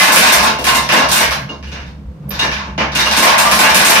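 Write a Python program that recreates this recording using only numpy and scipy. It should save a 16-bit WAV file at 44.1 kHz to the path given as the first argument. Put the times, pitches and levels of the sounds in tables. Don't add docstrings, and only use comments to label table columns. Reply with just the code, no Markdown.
import sys
import numpy as np
from scipy import signal
from scipy.fft import rfft, irfft
from scipy.io import wavfile

SR = 44100
rng = np.random.default_rng(int(sys.argv[2]) if len(sys.argv) > 2 else 0)


def to_wav(s):
    ch = np.atleast_2d(s).T
    pcm = np.round(np.clip(ch, -1, 1) * 32767)
    wavfile.write(sys.argv[1], SR, pcm.astype(np.int16))


N = 176400


def from_db(db):
    return 10 ** (np.asarray(db) / 20)


def unit_power(x):
    return x / np.sqrt(np.mean(x ** 2) + 1e-20)


def at_hz(points, hz):
    freqs, values = np.transpose(points)
    return np.interp(np.log(hz + 0.00081), np.log(freqs), values)


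def pan(db):
    half = np.atleast_1d(db) / 2
    gains = np.array([from_db(half), from_db(-half)])
    return gains / np.sqrt(np.mean(gains ** 2, axis=0))


def decay(t, ring_s):
    return np.exp(-np.log(1000) * t / ring_s)


def drift(rate_hz):
    f = np.fft.rfftfreq(N, 1 / SR)
    return unit_power(irfft(rfft(rng.standard_normal(N)) / (1 + (f / rate_hz) ** 2) ** 2, N))


def room_noise(colour, peaks, size):
    # (frequency [Hz], likeness [0 to 1])
    likeness = [(60, 1), (150, 1), (300, 0.75), (600, 0.86), (1200, 0.11), (4000, 0.054), (15000, 0)]
    # (frequency [Hz], left over right [dB])
    balance = [(120, -2.5), (400, -0.1), (1000, 1.4), (2600, -4), (4500, 1.5), (9500, 0), (11700, -2),
               (13000, -7), (15000, -20.5)]
    f = np.fft.rfftfreq(size, 1 / SR)
    shared, opposed = rfft(rng.standard_normal((2, size)))
    alike = np.clip(at_hz(likeness, f), -.99, .99)
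    both = np.sqrt(1 + alike) * shared + np.sqrt(1 - alike) * opposed * np.array([[1], [-1]])
    peak_db = sum(lift / (1 + (2 * (f - hz) / width) ** 2) for hz, width, lift in peaks)
    gain = from_db(at_hz(colour, f) + peak_db)
    return unit_power(irfft(both * gain * pan(at_hz(balance, f)), size))


def steel_note(t, hz, ring_s):
    return np.sqrt(2) * np.sin(2 * np.pi * (hz * t + rng.random((2, 1)))) * decay(t, ring_s)


def frame_ring(low_hz, high_hz, ring_s):
    # (frequency [Hz], relative level [dB])
    frame_colour = [(120, -9), (200, -5.5), (260, -6), (330, -11.5), (440, -11.5), (620, -1), (780, -2.5),
                    (1050, -0.5), (1650, -2.5), (1920, -5), (2500, -2.5), (3150, -9), (3650, -9),
                    (4800, -8.5), (6400, -13.5), (7400, -16), (10200, -19), (11500, -19.5), (14000, -23),
                    (15500, -30)]
    # (frequency [Hz], width [Hz], lift [dB])
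    steel_peaks = [(3690, 120, 3.5), (7450, 99, 3), (8700, 320, 7), (9600, 150, 5.5), (10100, 350, 7),
                   (13000, 260, 10.5)]
    # (pitch [Hz], level against the wash [dB], ring time [s], left over right [dB])
    frame_notes = [(620.4, -12.5, 0.56, -1), (874, -10, .55, -1), (893, -14, .55, -2.5),
                   (957, -11, 0.59, -6.5), (1056.4, -9, .5, -1.5), (1082, -13, .5, -17),
                   (1135, -14.5, 0.43, 15.5), (1199, -15.5, 0.3, -3), (1525, -18, .45, -1.5),
                   (1620, -14.5, 0.51, -9), (1681, -15, .45, -6), (1730, -11.5, .45, 15.5),
                   (2164, -15, 0.5, -2), (2818, -13.5, .45, -3), (3620, -18, .38, 3),
                   (4400, -18, 0.44, -0.5)]
    t = np.arange(SR) / SR
    band = signal.butter(5, [low_hz, min(high_hz, .45 * SR)], "band", fs=SR, output="sos")
    patch_hz, patch_db = 69.95, 2.5
    grid = patch_hz * np.arange(1, 512)
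    patches = patch_db * np.minimum(grid / 2500, 1) * rng.standard_normal(len(grid))
    wash = room_noise(np.c_[grid, at_hz(frame_colour, grid) + patches], steel_peaks, size=SR)
    wash = wash / np.std(signal.sosfilt(band, wash))
    crack_s, left_lag_s = .0016, .00007
    crack = .92 * wash[0, ::-1] * np.exp(-t / crack_s)
    crack = np.array([np.interp(t - left_lag_s, t, crack, left=0), crack])
    in_band = [row for row in frame_notes if low_hz <= row[0] < high_hz]
    notes = sum(from_db(db) * pan(side) * steel_note(t, hz, note_s) for hz, db, note_s, side in in_band)
    swell = 1 - .64 * np.exp(-t / .0092)
    ring = swell * (wash * decay(t, ring_s) + notes)
    power = 1 + sum(from_db(row[1]) ** 2 for row in in_band)
    return signal.sosfilt(band, crack + ring) / np.sqrt(power)


def contacts(times, db, bounces=3, bounce_s=.02, bounce_db=-8):
    timing, direction = rng.random((len(times), 2, bounces)).swapaxes(0, 1)
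    delay = np.c_[np.zeros(len(times)), -bounce_s * np.log(1 - .95 * timing)]
    force = np.c_[np.ones(len(times)), from_db(bounce_db) * np.sign(direction - .5)]
    force *= (from_db(db) / np.linalg.norm(force, axis=1))[:, None]
    starts = ((times[:, None] + delay) * SR).astype(int)
    clicks = np.zeros(N + SR)
    np.add.at(clicks, starts, force)
    return clicks[None, :N]


def hammer(spots=4):
    # (time [s], thud [dB], body [dB], clang [dB], clash [dB], sizzle [dB])
    blows = [(0.0, -22, -13.0, -6, -10.5, -12.5), (0.019, -25, -10.5, -13.5, -12.5, -11.5),
             (0.075, -22.0, -10.5, -8, -12, -15.5), (0.12, -17, -10.5, -15, -11.5, -7.5),
             (0.16, -15.5, -13, -4, -9, -5.5), (0.225, -22, -9, -7.5, -9.5, -11.5),
             (0.265, -23.5, -12, -7.5, -10, -13.5), (0.322, -20.5, -10.5, -7.5, -9.0, -6.5),
             (0.384, -20, -13.5, -11.5, -14, -22), (0.428, -26, -8.5, -13.5, -15, -14.5),
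             (0.465, -21.5, -19, -14.5, -14.0, -44), (0.587, -23.5, -22.5, -31, -25.5, -30.5),
             (0.642, -48, -22, -15.5, -16.5, -15.5), (0.668, -19.5, -9.5, -9, -11.5, -13),
             (0.747, -23, -14, -13, -13, -13.5), (0.837, -29, -31.0, -32, -24.5, -39),
             (0.89, -23, -16.5, -9, -15.5, -24), (0.922, -13, -8.5, -8.5, -14, -16),
             (0.965, -31, -10.0, -11.5, -12.5, -23.0), (1.02, -24.5, -10.5, -19.5, -19, -43),
             (1.088, -28, -28, -21, -16.5, -20), (1.116, -25, -13.5, -12.5, -11.5, -7.5),
             (1.16, -26.5, -16.5, -11.5, -14, -12), (1.205, -20, -13.0, -8.5, -12.5, -17),
             (1.309, -33, -18, -17.5, -18.5, -24), (1.345, -29.5, -31, -50, -54, -54),
             (1.49, -30, -31, -37, -34.5, -55), (1.515, -37, -34, -48, -64, -72),
             (1.627, -43, -42, -33, -37.5, -55.0), (1.67, -41.0, -46, -42, -44, -51),
             (1.717, -33.5, -35.5, -30, -30.5, -49), (1.751, -37, -32.5, -29.5, -40, -64),
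             (1.8, -42, -42, -35.5, -42.0, -59.0), (1.865, -52.5, -45.5, -51.0, -43.5, -57.0),
             (2.225, -49.5, -45.5, -55.5, -66, -74.5), (2.28, -31, -43, -50, -55, -54),
             (2.306, -38, -30, -27, -28.5, -40), (2.34, -40, -29.0, -27.5, -26, -46.0),
             (2.391, -33, -19, -17.5, -17.5, -27.5), (2.422, -22.5, -18.5, -17.5, -19, -46),
             (2.515, -38, -27, -17.5, -23, -38.5), (2.583, -37, -24, -29, -29, -53),
             (2.661, -34, -32, -36, -43, -59), (2.778, -19, -17.5, -12.5, -21.5, -44.5),
             (2.8, -23, -16.5, -18, -26, -51), (2.919, -33, -25, -26.5, -25.5, -43),
             (2.951, -26, -21.5, -12.5, -13.5, -18.5), (2.989, -25, -16.5, -12, -13, -19.5),
             (3.058, -21.5, -16, -15, -16.5, -24.5), (3.112, -32, -15.5, -11.5, -12, -18.5),
             (3.167, -18.5, -14.5, -11.5, -11, -10.5), (3.224, -18.5, -8.5, -8, -10, -11.5),
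             (3.27, -21, -9.0, -8.5, -11, -18), (3.32, -34, -7.5, -10.0, -13.5, -27),
             (3.38, -28, -10, -8, -10.5, -8.5), (3.45, -24.0, -11, -10.5, -14.5, -19),
             (3.513, -19.5, -11.0, -9.5, -10.5, -10), (3.59, -16.5, -8, -7.5, -11.5, -9.5),
             (3.635, -31, -9.5, -5, -12.5, -14.5), (3.69, -23.0, -11, -9.5, -12.5, -19.0),
             (3.745, -18.5, -16.5, -6.5, -9, -5.5), (3.8, -19, -8.5, -8.5, -12.5, -14.0),
             (3.848, -19, -16.5, -11, -10.5, -6.5), (3.895, -17.5, -9, -7, -9.5, -8),
             (3.955, -18, -11.5, -4.5, -11, -14.5)]
    # (low edge [Hz], high edge [Hz], ring time [s], added level [dB])
    pitch_ranges = [(185, 522, 0.36, -0.5), (548, 1424, 0.41, 0), (1453, 3220, 0.41, -.5),
                    (3176, 6500, 0.33, 0), (6300, 27000, 0.26, -1)]
    times, *levels = np.transpose(blows)
    out = 0
    for db, (low_hz, high_hz, ring_s, added_db) in zip(levels, pitch_ranges):
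        for spot in range(spots):
            clicks = contacts(times[spot::spots], db[spot::spots] + added_db)
            ring = frame_ring(low_hz, high_hz, ring_s)
            out = out + signal.fftconvolve(clicks, ring, axes=1)[:, :N]
    return out


def loose_parts(flutter_depth=.8, flutter_hz=70, rise_s=.002):
    # (time [s], pitch [Hz], level [dB], ring time [s])
    pings = [(0.0, 2056, -14.5, .55), (.225, 2600, -24, 0.49), (.465, 1064, -20, .5),
             (0.585, 2780, -24, 0.29), (.668, 2850, -20.5, .45), (.668, 1059, -16.5, 0.64),
             (.747, 2065, -24, 0.61), (.747, 2816, -25, 0.24), (0.888, 2833, -26, 0.62),
             (.965, 2824, -18, 0.46), (1.161, 2826, -23, .4), (1.204, 1760, -27, 0.59),
             (1.492, 2820, -23.5, 0.21), (1.671, 2860, -38.5, .4), (1.751, 2830, -41, 0.42),
             (2.392, 2818, -21.5, .45), (2.392, 3775, -17, 0.27), (2.422, 1764, -18, 0.52),
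             (2.422, 1623, -26, .45), (2.777, 2860, -29, 0.26), (2.952, 2800, -18.5, 0.39),
             (2.99, 1688, -23, 0.48), (2.99, 3750, -17, 0.36), (3.058, 2828, -22, 0.43),
             (3.224, 1067, -15.5, 0.66), (3.27, 1092, -20, 0.37), (3.27, 1195, -19, 0.38),
             (3.451, 1176, -15.5, 0.58), (3.956, 1123, -17, .5)]
    t = np.arange(SR) / SR
    rise = 1 - np.exp(-t / rise_s)
    out = np.zeros((2, N + SR))
    for start_s, hz, db, ring_s in pings:
        start = int(start_s * SR)
        steps = rng.standard_normal((2, 128))
        flutter = np.array([np.interp(t * flutter_hz, np.arange(128), side) for side in steps])
        ring = steel_note(t, hz, ring_s) + flutter_depth * flutter * steel_note(t, hz, ring_s)
        out[:, start:start + SR] += from_db(db) * rise * ring
    return out[:, :N]


def wavering_tone(hz, wander_hz, rate_hz):
    pitch = hz + wander_hz * drift(rate_hz)
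    return np.sqrt(2) * np.sin(2 * np.pi * np.cumsum(pitch) / SR)


def drone(rumble_db=-37, flutter_db=1.9, waver_hz=28):
    # (frequency [Hz], relative level [dB])
    rumble_colour = [(22, -31.5), (35, -19.5), (48, -14), (68, -9.5), (88, -10), (105, -15.5), (135, -10.5),
                     (190, -7.5), (250, -18), (350, -22.5), (430, -29), (510, -19.5), (600, -30.5),
                     (1100, -34), (2000, -42.5), (4500, -50), (9000, -59), (15500, -63.5)]
    # (pitch [Hz], wander [Hz], added level [dB])
    drone_tones = [(67, 4.9, -1.5), (141, 7, -1.5), (202.4, 3.3, -2)]
    # (time [s], level [dB])
    low_swells = [(0.0, -57), (0.29, -36), (0.32, -53), (0.38, -27.5), (0.59, -43), (0.62, -29),
                  (0.76, -36), (0.82, -31), (0.97, -53), (1.11, -27), (1.19, -47), (1.29, -27.5),
                  (1.58, -50), (1.64, -28.5), (2.05, -35), (2.08, -25.5), (2.22, -50), (2.25, -34),
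                  (2.86, -32), (3.19, -32.5), (3.22, -52), (3.32, -33), (3.36, -49), (3.59, -28),
                  (3.62, -54), (3.73, -33), (3.75, -38), (4.0, -52)]
    # (time [s], level [dB])
    middle_and_whoomp = [(0.0, -49), (0.9, -33), (1.36, -37.5), (1.46, -26), (1.53, -48.5), (1.98, -35.5),
                         (2.15, -53.5), (2.26, -25.5), (2.35, -40), (2.45, -31), (2.74, -50), (2.76, -31),
                         (3.09, -34), (3.11, -44), (3.82, -33), (4.0, -41)]
    # (time [s], level [dB])
    upper_swells = [(1.35, -53), (1.458, -33), (1.516, -54), (1.7, -37.5), (2.172, -55), (2.296, -29),
                    (2.414, -44), (2.456, -36), (2.75, -35)]
    t = np.arange(N) / SR
    out = from_db(rumble_db) * room_noise(rumble_colour, peaks=[], size=N)
    curves = (low_swells, middle_and_whoomp, upper_swells)
    for curve, (hz, wander_hz, added_db) in zip(curves, drone_tones):
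        tone = wavering_tone(hz, wander_hz, waver_hz)
        db = np.interp(t, *np.transpose(curve)) + added_db + flutter_db * drift(waver_hz)
        out = out + tone * from_db(db)
    return out


def squeak(rise_s=.0068, tail_db=-10, side_db=-25.5):
    # (time [s], level [dB])
    rubs = [(2.289, -24), (2.304, -27)]
    t = np.arange(N) / SR
    tone = wavering_tone(hz=13000, wander_hz=87, rate_hz=215)
    level = 0
    for start_s, db in rubs:
        age = np.maximum(t - start_s, 0)
        rub = np.sin(np.pi * np.minimum(age / (2 * rise_s), 1)) ** 2
        tail = from_db(tail_db) * np.minimum(age / rise_s, 1) * decay(age, ring_s=.2)
        level = level + from_db(db) * (rub + tail)
    return pan(side_db) * tone * level


def scene():
    steel = hammer() + loose_parts() + squeak()
    return steel + drone()


def record(dry):
    boost_db, ceiling, cutoff_hz = 1.5, .98, 15700
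    rounded = ceiling * np.tanh(dry * from_db(boost_db) / ceiling)
    treble_cut = signal.ellip(10, .2, 70, cutoff_hz, fs=SR, output="sos")
    return signal.sosfilt(treble_cut, rounded)


dry = scene()
out = record(dry)
to_wav(out)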